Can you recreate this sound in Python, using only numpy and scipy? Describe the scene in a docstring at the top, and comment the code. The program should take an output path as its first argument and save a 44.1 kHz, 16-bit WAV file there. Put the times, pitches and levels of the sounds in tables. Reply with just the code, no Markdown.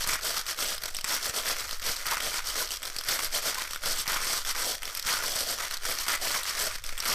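"""Dense strokes of stick-slip ticks and fine scrape: a plastic twisting puzzle turned fast in two hands.
Pieces catch and snap on their edges; each blow or slip drives resonances of the hollow plastic.
The microphone is close, in a small room: a faint diffuse answer follows, and low thumps mark bumps.
A slow rumble shakes the microphone, and the loudest strokes drive it into soft clipping."""
import sys
import numpy as np
from scipy import signal
from scipy.fft import rfft, irfft, next_fast_len
from scipy.io import wavfile
from scipy.ndimage import map_coordinates

SR = 44100
rng = np.random.default_rng(int(sys.argv[2]) if len(sys.argv) > 2 else 0)


def store_wav(level_fs):
    """Save 16-bit WAV to argv[1]."""
    pcm = np.round(np.clip(np.atleast_2d(level_fs), -1, 1) * 32767)
    wavfile.write(sys.argv[1], SR, pcm.T.astype(np.int16))


def convert_level_to_amplitude(level_db):
    """Map a level in decibels to its linear amplitude factor."""
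    exponent = np.asarray(level_db, float) / 20
    return 10 ** exponent


N = 314874


def unit(x):
    """Scaled to rms 1."""
    return x / np.sqrt(np.mean(x ** 2) + 1e-20)


def along(points, hz):
    """Interpolates (Hz, value) points on a log frequency axis."""
    point_hz, value = np.transpose(points)
    return np.interp(np.log(hz + 1), np.log(point_hz + 1), value)


def wobble(rate_hz):
    """Smooth random curve with rate_hz knots a second."""
    knots = rng.standard_normal(int(N * rate_hz / SR) + 4)
    return map_coordinates(knots, [np.arange(N) * rate_hz / SR])


def filtered(x, response):
    """Applies a complex response of frequency to x."""
    size = next_fast_len(N + 8192)
    spectrum = rfft(x, size) * response(np.fft.rfftfreq(size, 1 / SR))
    return irfft(spectrum, size)[..., :N]


def coloured(spectrum):
    """Noise of rms 1 with the given spectrum."""
    return unit(filtered(rng.standard_normal(N), lambda hz: convert_level_to_amplitude(along(spectrum, hz))))


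def rung(modes, pushes, scatter_db):
    """Each push drives every mode at its own strength; the grip slowly damps or frees each mode."""
    out = np.zeros(N)
    for mode_hz, width_hz, level_db in modes:
        push_db = scatter_db * wobble(min(width_hz / 2, 300))
        grip_db = 1.34 * wobble(8)
        drive = pushes * convert_level_to_amplitude(level_db + push_db + grip_db)
        out += filtered(drive, lambda f: 1j * f * width_hz / (mode_hz ** 2 - f * f + 1j * f * width_hz))
    return out


# rumble spectrum, relative density: pitch_hz, level_db
RUMBLE_SPECTRUM = [(3, -26), (7, 3.5), (12, 0), (20, -16), (44, -20.5), (130, -37.5), (300, -64)]


def background():
    """Slow rumble at the microphone, its level unsteady."""
    level_db = -39.0 + 2.1 * wobble(3.39)
    return convert_level_to_amplitude(level_db) * coloured(RUMBLE_SPECTRUM)


# decay of the walls' answer: pitch_hz, t60_s
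WALL_DECAY = [(300, 0.11), (2000, 0.4), (10000, 0.023)]


def room(x, block=8192):
    """Each frequency of the walls' answer dies at its own speed; the hands move, so the answer changes."""
    delay = 150  # samples
    out = np.zeros(N + block + SR)
    for start in range(0, N, block):
        hz, t_s, z = signal.stft(rng.standard_normal(SR // 3), SR, nperseg=256)
        decay = convert_level_to_amplitude(-60 * t_s / along(WALL_DECAY, hz)[:, None])
        tail = signal.istft(z * decay, SR, nperseg=256)[1]
        answer = signal.fftconvolve(x[start:start + block], tail / np.linalg.norm(tail))
        out[start + delay:][:len(answer)] += answer
    return out[:N]


# finger or piece bumps the whole puzzle, relative level: start_s, level_db
BUMPS = [(0.072, -40), (1.295, -36), (1.894, -38), (2.064, -46), (3.085, -48), (4.079, -41), (5.057, -43),
         (5.357, -41)]


def thumps():
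    """One low push and a weaker rebound per bump, no ring."""
    out = np.zeros(N + SR)
    u = np.arange(SR // 10) / SR / 0.0019  # time in units of 1.9 ms
    push = u * (1 - u / 2) * np.exp(1 - u)
    for start_s, level_db in BUMPS:
        out[round(start_s * SR):][:len(u)] += convert_level_to_amplitude(level_db + 7.5) * push
    return out[:N]


# one face turn a row, relative levels; core and hollow are relative to the slide:
# middle_s, length_s, slide_db, core_db, hollow_db
FACE_TURNS = [(0.021, 0.1, -28.5, -7.5, -29), (0.116, 0.22, -26, -0.5, -14),
              (0.277, 0.19, -27, -8.5, -12.5), (0.376, 0.18, -30.5, -6.1, -21.7),
              (0.501, 0.14, -28.5, -6, -26), (0.621, 0.16, -26.5, -6, -13),
              (0.709, 0.19, -30.1, -10.5, -16.5), (0.864, 0.21, -38, -5, -12),
              (0.968, 0.17, -41.5, -11, -18), (1.131, 0.24, -25.5, -3.5, -20),
              (1.264, 0.17, -29, -6.5, -11), (1.378, 0.14, -26, -7.4, -13.5),
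              (1.492, 0.192, -26.5, -7, -13.9), (1.607, 0.18, -32, -3.8, -15),
              (1.727, 0.21, -36, -8.5, -22.7), (1.888, 0.2, -26.5, -6.5, -12.5),
              (2.001, 0.21, -35.2, -8, -21), (2.122, 0.2, -28, 2.5, -17), (2.26, 0.221, -29.5, -9, -11.4),
              (2.369, 0.16, -29, -2.5, -26.5), (2.488, 0.16, -30, -9, -23), (2.603, 0.19, -26, -7, -16),
              (2.733, 0.159, -32.5, -10, -23), (2.862, 0.19, -39, -7.5, -11.5),
              (2.982, 0.27, -41, -7, -17.7), (3.122, 0.19, -23.5, -3.5, -14), (3.196, 0.1, -36, 4, -25),
              (3.243, 0.14, -28.5, -8, -15.5), (3.363, 0.16, -27.5, -8.5, -12),
              (3.475, 0.16, -25, -7.5, -13), (3.606, 0.25, -32.5, -2.5, -20), (3.737, 0.19, -38, -9, -24.0),
              (3.897, 0.23, -27.5, -8.5, -13.5), (3.999, 0.14, -28.0, -10, -26.4),
              (4.128, 0.2, -25, 2.5, -22), (4.253, 0.28, -31, -7, -16), (4.352, 0.27, -29, -7.5, -21.5),
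              (4.493, 0.13, -28, -8.5, -35), (4.602, 0.169, -28.5, -3.5, -22),
              (4.693, 0.243, -28.6, -10.5, -13.5), (4.864, 0.19, -39, -5.5, -10),
              (4.968, 0.22, -40, -9.3, -20), (5.118, 0.21, -25.5, -4, -24), (5.207, 0.22, -34, -3, -12.0),
              (5.294, 0.19, -30.0, -9, -13), (5.392, 0.18, -27.5, -8, -13), (5.507, 0.22, -28.5, -9.1, -12),
              (5.627, 0.18, -31, -3.5, -15), (5.734, 0.18, -36.5, -6, -26), (5.898, 0.23, -27.5, -8, -12.9),
              (6.013, 0.14, -30, -6.5, -25), (6.119, 0.17, -24, 2, -26), (6.259, 0.21, -29, -9, -11),
              (6.362, 0.21, -27.5, -4, -18), (6.493, 0.19, -31, -6.5, -30), (6.628, 0.23, -26, -7, -12.5),
              (6.737, 0.19, -37.5, -6, -21), (6.892, 0.19, -38.8, -7.5, -12),
              (7.033, 0.29, -37.5, -0.9, -19), (7.116, 0.18, -23, -5, -15)]


def turning():
    """Each face speeds up and slows down in one swell; overlapping turns add and their colours blend."""
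    rounding = 3.15  # how softly a turn starts and stops
    rest_db = -56  # rub of the grip between turns
    middle_s, length_s, slide_db, core_db, hollow_db = np.transpose(FACE_TURNS)[:, :, None]
    t_s = np.arange(0, N + 64, 64) / SR
    arch = np.clip(1 - (2 * (t_s - middle_s) / length_s) ** 2, 1e-4, 1)
    swell = convert_level_to_amplitude(slide_db) * arch ** rounding
    total = swell.sum(axis=0)
    blend = lambda db: (swell * db).sum(axis=0) / total
    curves = (total + convert_level_to_amplitude(rest_db), blend(core_db), blend(hollow_db))
    return [np.interp(np.arange(N) / SR, t_s, curve) for curve in curves]


def releases():
    """Each face clicks free once near mid-turn; rows have the columns of the catching edges."""
    middle_s, length_s, slide_db = np.transpose(FACE_TURNS)[:3]
    when, size, pitch = rng.random((len(FACE_TURNS), 3)).T
    start_s = np.clip(middle_s + length_s * (0.3 * when - 0.2), 0, None)
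    level_db = slide_db + 1.5 + 2 * (2 * size - 1)
    pitch_hz = 4900 * np.exp(0.35 * (2 * pitch - 1))
    knock_db = np.full(len(start_s), -13.0)
    return list(zip(start_s, level_db, pitch_hz, knock_db))


# clearest edges catching, relative level; knock relative to it: start_s, level_db, pitch_hz, knock_db
CATCHES = [(0.0736, -20, 8750, -5), (0.0926, -15, 5500, 1), (0.38, -20, 5950, -30),
           (0.4657, -26, 4750, -24), (0.5891, -23, 5290, -5), (0.7798, -24, 5170, -27),
           (0.836, -23.5, 4570, -7), (0.857, -24, 6030, -21), (0.881, -28, 4000, -10),
           (0.947, -23.5, 3620, -20), (0.967, -20, 5800, -20), (0.987, -25, 4690, -7),
           (1.0108, -25, 5200, -18), (1.0431, -16.5, 8060, -3.5), (1.0763, -28, 5230, -15),
           (1.2563, -22, 5500, -7), (1.296, -18, 7900, -11), (1.5845, -27, 6080, -18),
           (1.606, -27, 5070, -10), (1.692, -30.5, 3060, -3), (1.71, -25, 4770, -16),
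           (1.797, -32, 5220, -2), (1.827, -26, 5100, -25), (1.965, -24.5, 4500, -11),
           (2.057, -28, 3000, -5), (2.0666, -15, 4900, -10), (2.084, -24, 5000, -7),
           (2.1116, -19, 5900, -3), (2.124, -28, 5500, -6), (2.143, -22, 4460, -7), (2.179, -29, 6000, -5),
           (2.2031, -26, 3330, -1), (2.6745, -29, 5500, -21), (2.7067, -21, 3500, -26),
           (2.77, -27, 5000, -15), (2.8297, -22.5, 3560, -19), (2.853, -23.5, 5350, -8),
           (2.876, -28, 5000, -14), (2.964, -26, 4640, -1), (2.9856, -20, 5600, -26),
           (3.0108, -27, 3380, -8), (3.037, -28.5, 5710, -15), (3.0859, -14, 5340, 1.5),
           (3.3477, -16, 3300, -31), (3.545, -23, 5860, -21), (3.5948, -30, 4580, -6),
           (3.709, -27.5, 4200, -12), (3.733, -26, 4500, -8), (3.76, -30, 3630, 0), (3.8357, -31, 4380, 2),
           (3.8579, -15, 5700, -13), (4.058, -33, 3340, -5), (4.0774, -13, 5510, -10),
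           (4.4493, -23, 3330, -12), (4.752, -27, 5000, -9), (4.831, -24, 3300, -11),
           (4.8542, -25, 5710, -25), (4.877, -27, 3500, -13), (4.95, -23, 5210, -25),
           (4.9723, -23.5, 5430, -17), (4.996, -22.5, 5160, -10), (5.026, -27, 5740, -12),
           (5.0692, -20, 8100, -8), (5.0879, -18, 2920, -1), (5.359, -19, 7940, -18),
           (5.71, -20.5, 4420, -20), (5.7415, -22, 5940, -21), (5.7698, -25, 4820, -14),
           (5.8517, -29.5, 5600, 4), (5.9865, -18, 6000, -24), (6.082, -11, 6350, -7),
           (6.4328, -22.5, 4400, -26), (6.4951, -23, 5500, -9), (6.757, -24.5, 4960, -13),
           (6.8394, -24.5, 3580, -29), (6.864, -27, 5960, -21), (6.8917, -27.5, 4600, -3.5),
           (6.978, -23, 3480, -21), (7.002, -17, 5500, -21), (7.024, -34, 3320, -4), (7.054, -19, 4500, -2)]
# resonances of the core, relative level: pitch_hz, width_hz, level_db
CORE_MODES = [(1246, 116, -5.5), (1414, 310, 0), (1976, 970, -0.2)]
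# resonances of the shell, low to high, relative level: pitch_hz, width_hz, level_db
SHELL_MODES = [(3230, 680, 3), (4574, 1300, 7), (5500, 590, 1.5), (7830, 1030, -6), (11250, 1280, -9.5),
               (15700, 3600, -19.5)]


def snaps():
    """An edge jumps its neighbour and bounces once 2.5-5 ms later; the struck piece rings at its pitch."""
    t_s = np.arange(SR // 40) / SR
    rise = lambda t: 1 - np.exp(-np.abs(t) / 0.0001)
    blow = lambda t: np.where(t > 0, rise(t) * np.exp(-(t / 0.0019) ** 2), 0)
    bright, dull, ring = np.zeros((3, N + len(t_s)))
    for start_s, level_db, pitch_hz, knock_db in CATCHES + releases():
        first = round(start_s * SR)
        at = slice(first, first + len(t_s))
        wait, strength = rng.random(2)
        bounce = 0.77 * strength * blow(t_s - 0.0025 - 0.0025 * wait)
        chatter = rng.standard_normal(len(t_s)) * convert_level_to_amplitude(level_db) * (blow(t_s) + bounce)
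        bright[at] += chatter
        dull[at] += chatter * convert_level_to_amplitude(knock_db)
        piece = np.exp(-np.pi * 500 * t_s) * np.sin(2 * np.pi * pitch_hz * t_s)  # 500 Hz wide
        ring[at] += unit(np.convolve(chatter, piece)[:len(t_s)]) * np.std(chatter)
    scatter_db = 3
    shell = convert_level_to_amplitude(-5) * rung(SHELL_MODES[:-3], bright[:N], scatter_db)
    shell += convert_level_to_amplitude(8.5) * rung(SHELL_MODES[-3:], bright[:N], scatter_db)
    knock = convert_level_to_amplitude(9.5) * rung(CORE_MODES, dull[:N], scatter_db)
    return shell + knock + convert_level_to_amplitude(-5.5) * ring[:N]


def clumps(per_second, life_s, spread_db):
    """Sudden bursts of uneven size, each dying exponentially."""
    starts = (rng.random(N) < per_second / SR) * convert_level_to_amplitude(spread_db * rng.standard_normal(N))
    return signal.fftconvolve(starts, np.exp(-np.arange(SR // 20) / SR / life_s))[:N]


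# resonances of the hollow pieces, relative level: pitch_hz, width_hz, level_db
HOLLOW_MODES = [(518, 45, -4), (648, 240, 7), (174, 550, -10)]
# resonance of the centre piece, relative level: pitch_hz, width_hz, level_db
HUB_MODES = [(1034, 110, 0)]


def sliding():
    """Faces slip and stick: ticks of very uneven size over a fine scrape; fast strokes run denser."""
    slide, core_db, hollow_db = turning()
    speed = np.clip(slide / convert_level_to_amplitude(-28), 0, 1)
    # low modes stand out as a face slows
    core_db = core_db + 4.5 * (1 - speed)
    hollow_db = hollow_db + 1 * (1 - speed)

    chance, size, scrape = rng.random(N), rng.exponential(size=N), rng.standard_normal(N)
    per_second = 1200 * convert_level_to_amplitude(12 * speed)
    tick_size = convert_level_to_amplitude(3.48 * np.minimum(size, 5)) / np.sqrt(per_second)
    ticks = (chance < per_second / SR) * np.sign(scrape) * tick_size
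    # loose pieces rattle most in strokes that load the core
    loose = 0.64 * convert_level_to_amplitude(1.15 * core_db + 11.5)
    rattle = (3.5 + loose * unit(clumps(per_second=110, life_s=0.0021, spread_db=3.5))) / (1 + loose)
    slips = unit(unit(ticks) + 0.83 * scrape) * rattle

    shell = convert_level_to_amplitude(-4.0) * unit(rung(SHELL_MODES[:-3], slips, scatter_db=3.5))
    # slow rubbing is dull: the highest modes need speed
    shell += convert_level_to_amplitude(-12.0) * speed ** 0.38 * unit(rung(SHELL_MODES[-3:], slips, scatter_db=5.5))
    core = convert_level_to_amplitude(core_db - 1.0) * unit(rung(CORE_MODES, slips, scatter_db=3.5))
    # the hub sings in hard, fast turns
    hub_gain = convert_level_to_amplitude(2 * np.minimum(core_db, -2.5) - 8.5) * speed
    hub = hub_gain * unit(rung(HUB_MODES, slips, scatter_db=8.5))
    hollow = convert_level_to_amplitude(hollow_db - 1.0) * unit(rung(HOLLOW_MODES, slips, scatter_db=-1.5))
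    # thin corners flick past each other: brief, very bright
    flicks = clumps(per_second=60, life_s=0.00053, spread_db=4.5) * rng.standard_normal(N)
    corners = convert_level_to_amplitude(-14) * unit(rung(SHELL_MODES[-3:], flicks, scatter_db=3.5))
    return slide * (shell + core + hub + hollow + corners)


def scene():
    """Puzzle, its answer from the walls, thumps and rumble."""
    puzzle = sliding() + snaps()
    return (puzzle + convert_level_to_amplitude(-17.0) * room(puzzle) + thumps() + background())[None]


def low_pass(x):
    """Removes everything above the highest recorded frequency."""
    return signal.sosfilt(signal.butter(12, 16330, fs=SR, output="sos"), x)


def record(dry):
    """Loud strokes flatten softly; the top of the band is cut."""
    ceiling, hardness = 0.09, 3.5
    edge = [(14950, 0), (15250, -38), (16300, -70)]  # pitch_hz, level_db
    clipped = dry / (1 + np.abs(dry / ceiling) ** hardness) ** (1 / hardness)
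    mix = filtered(clipped, lambda hz: convert_level_to_amplitude(along(edge, hz)))
    return low_pass(mix)


dry = scene()
out = record(dry)
store_wav(out)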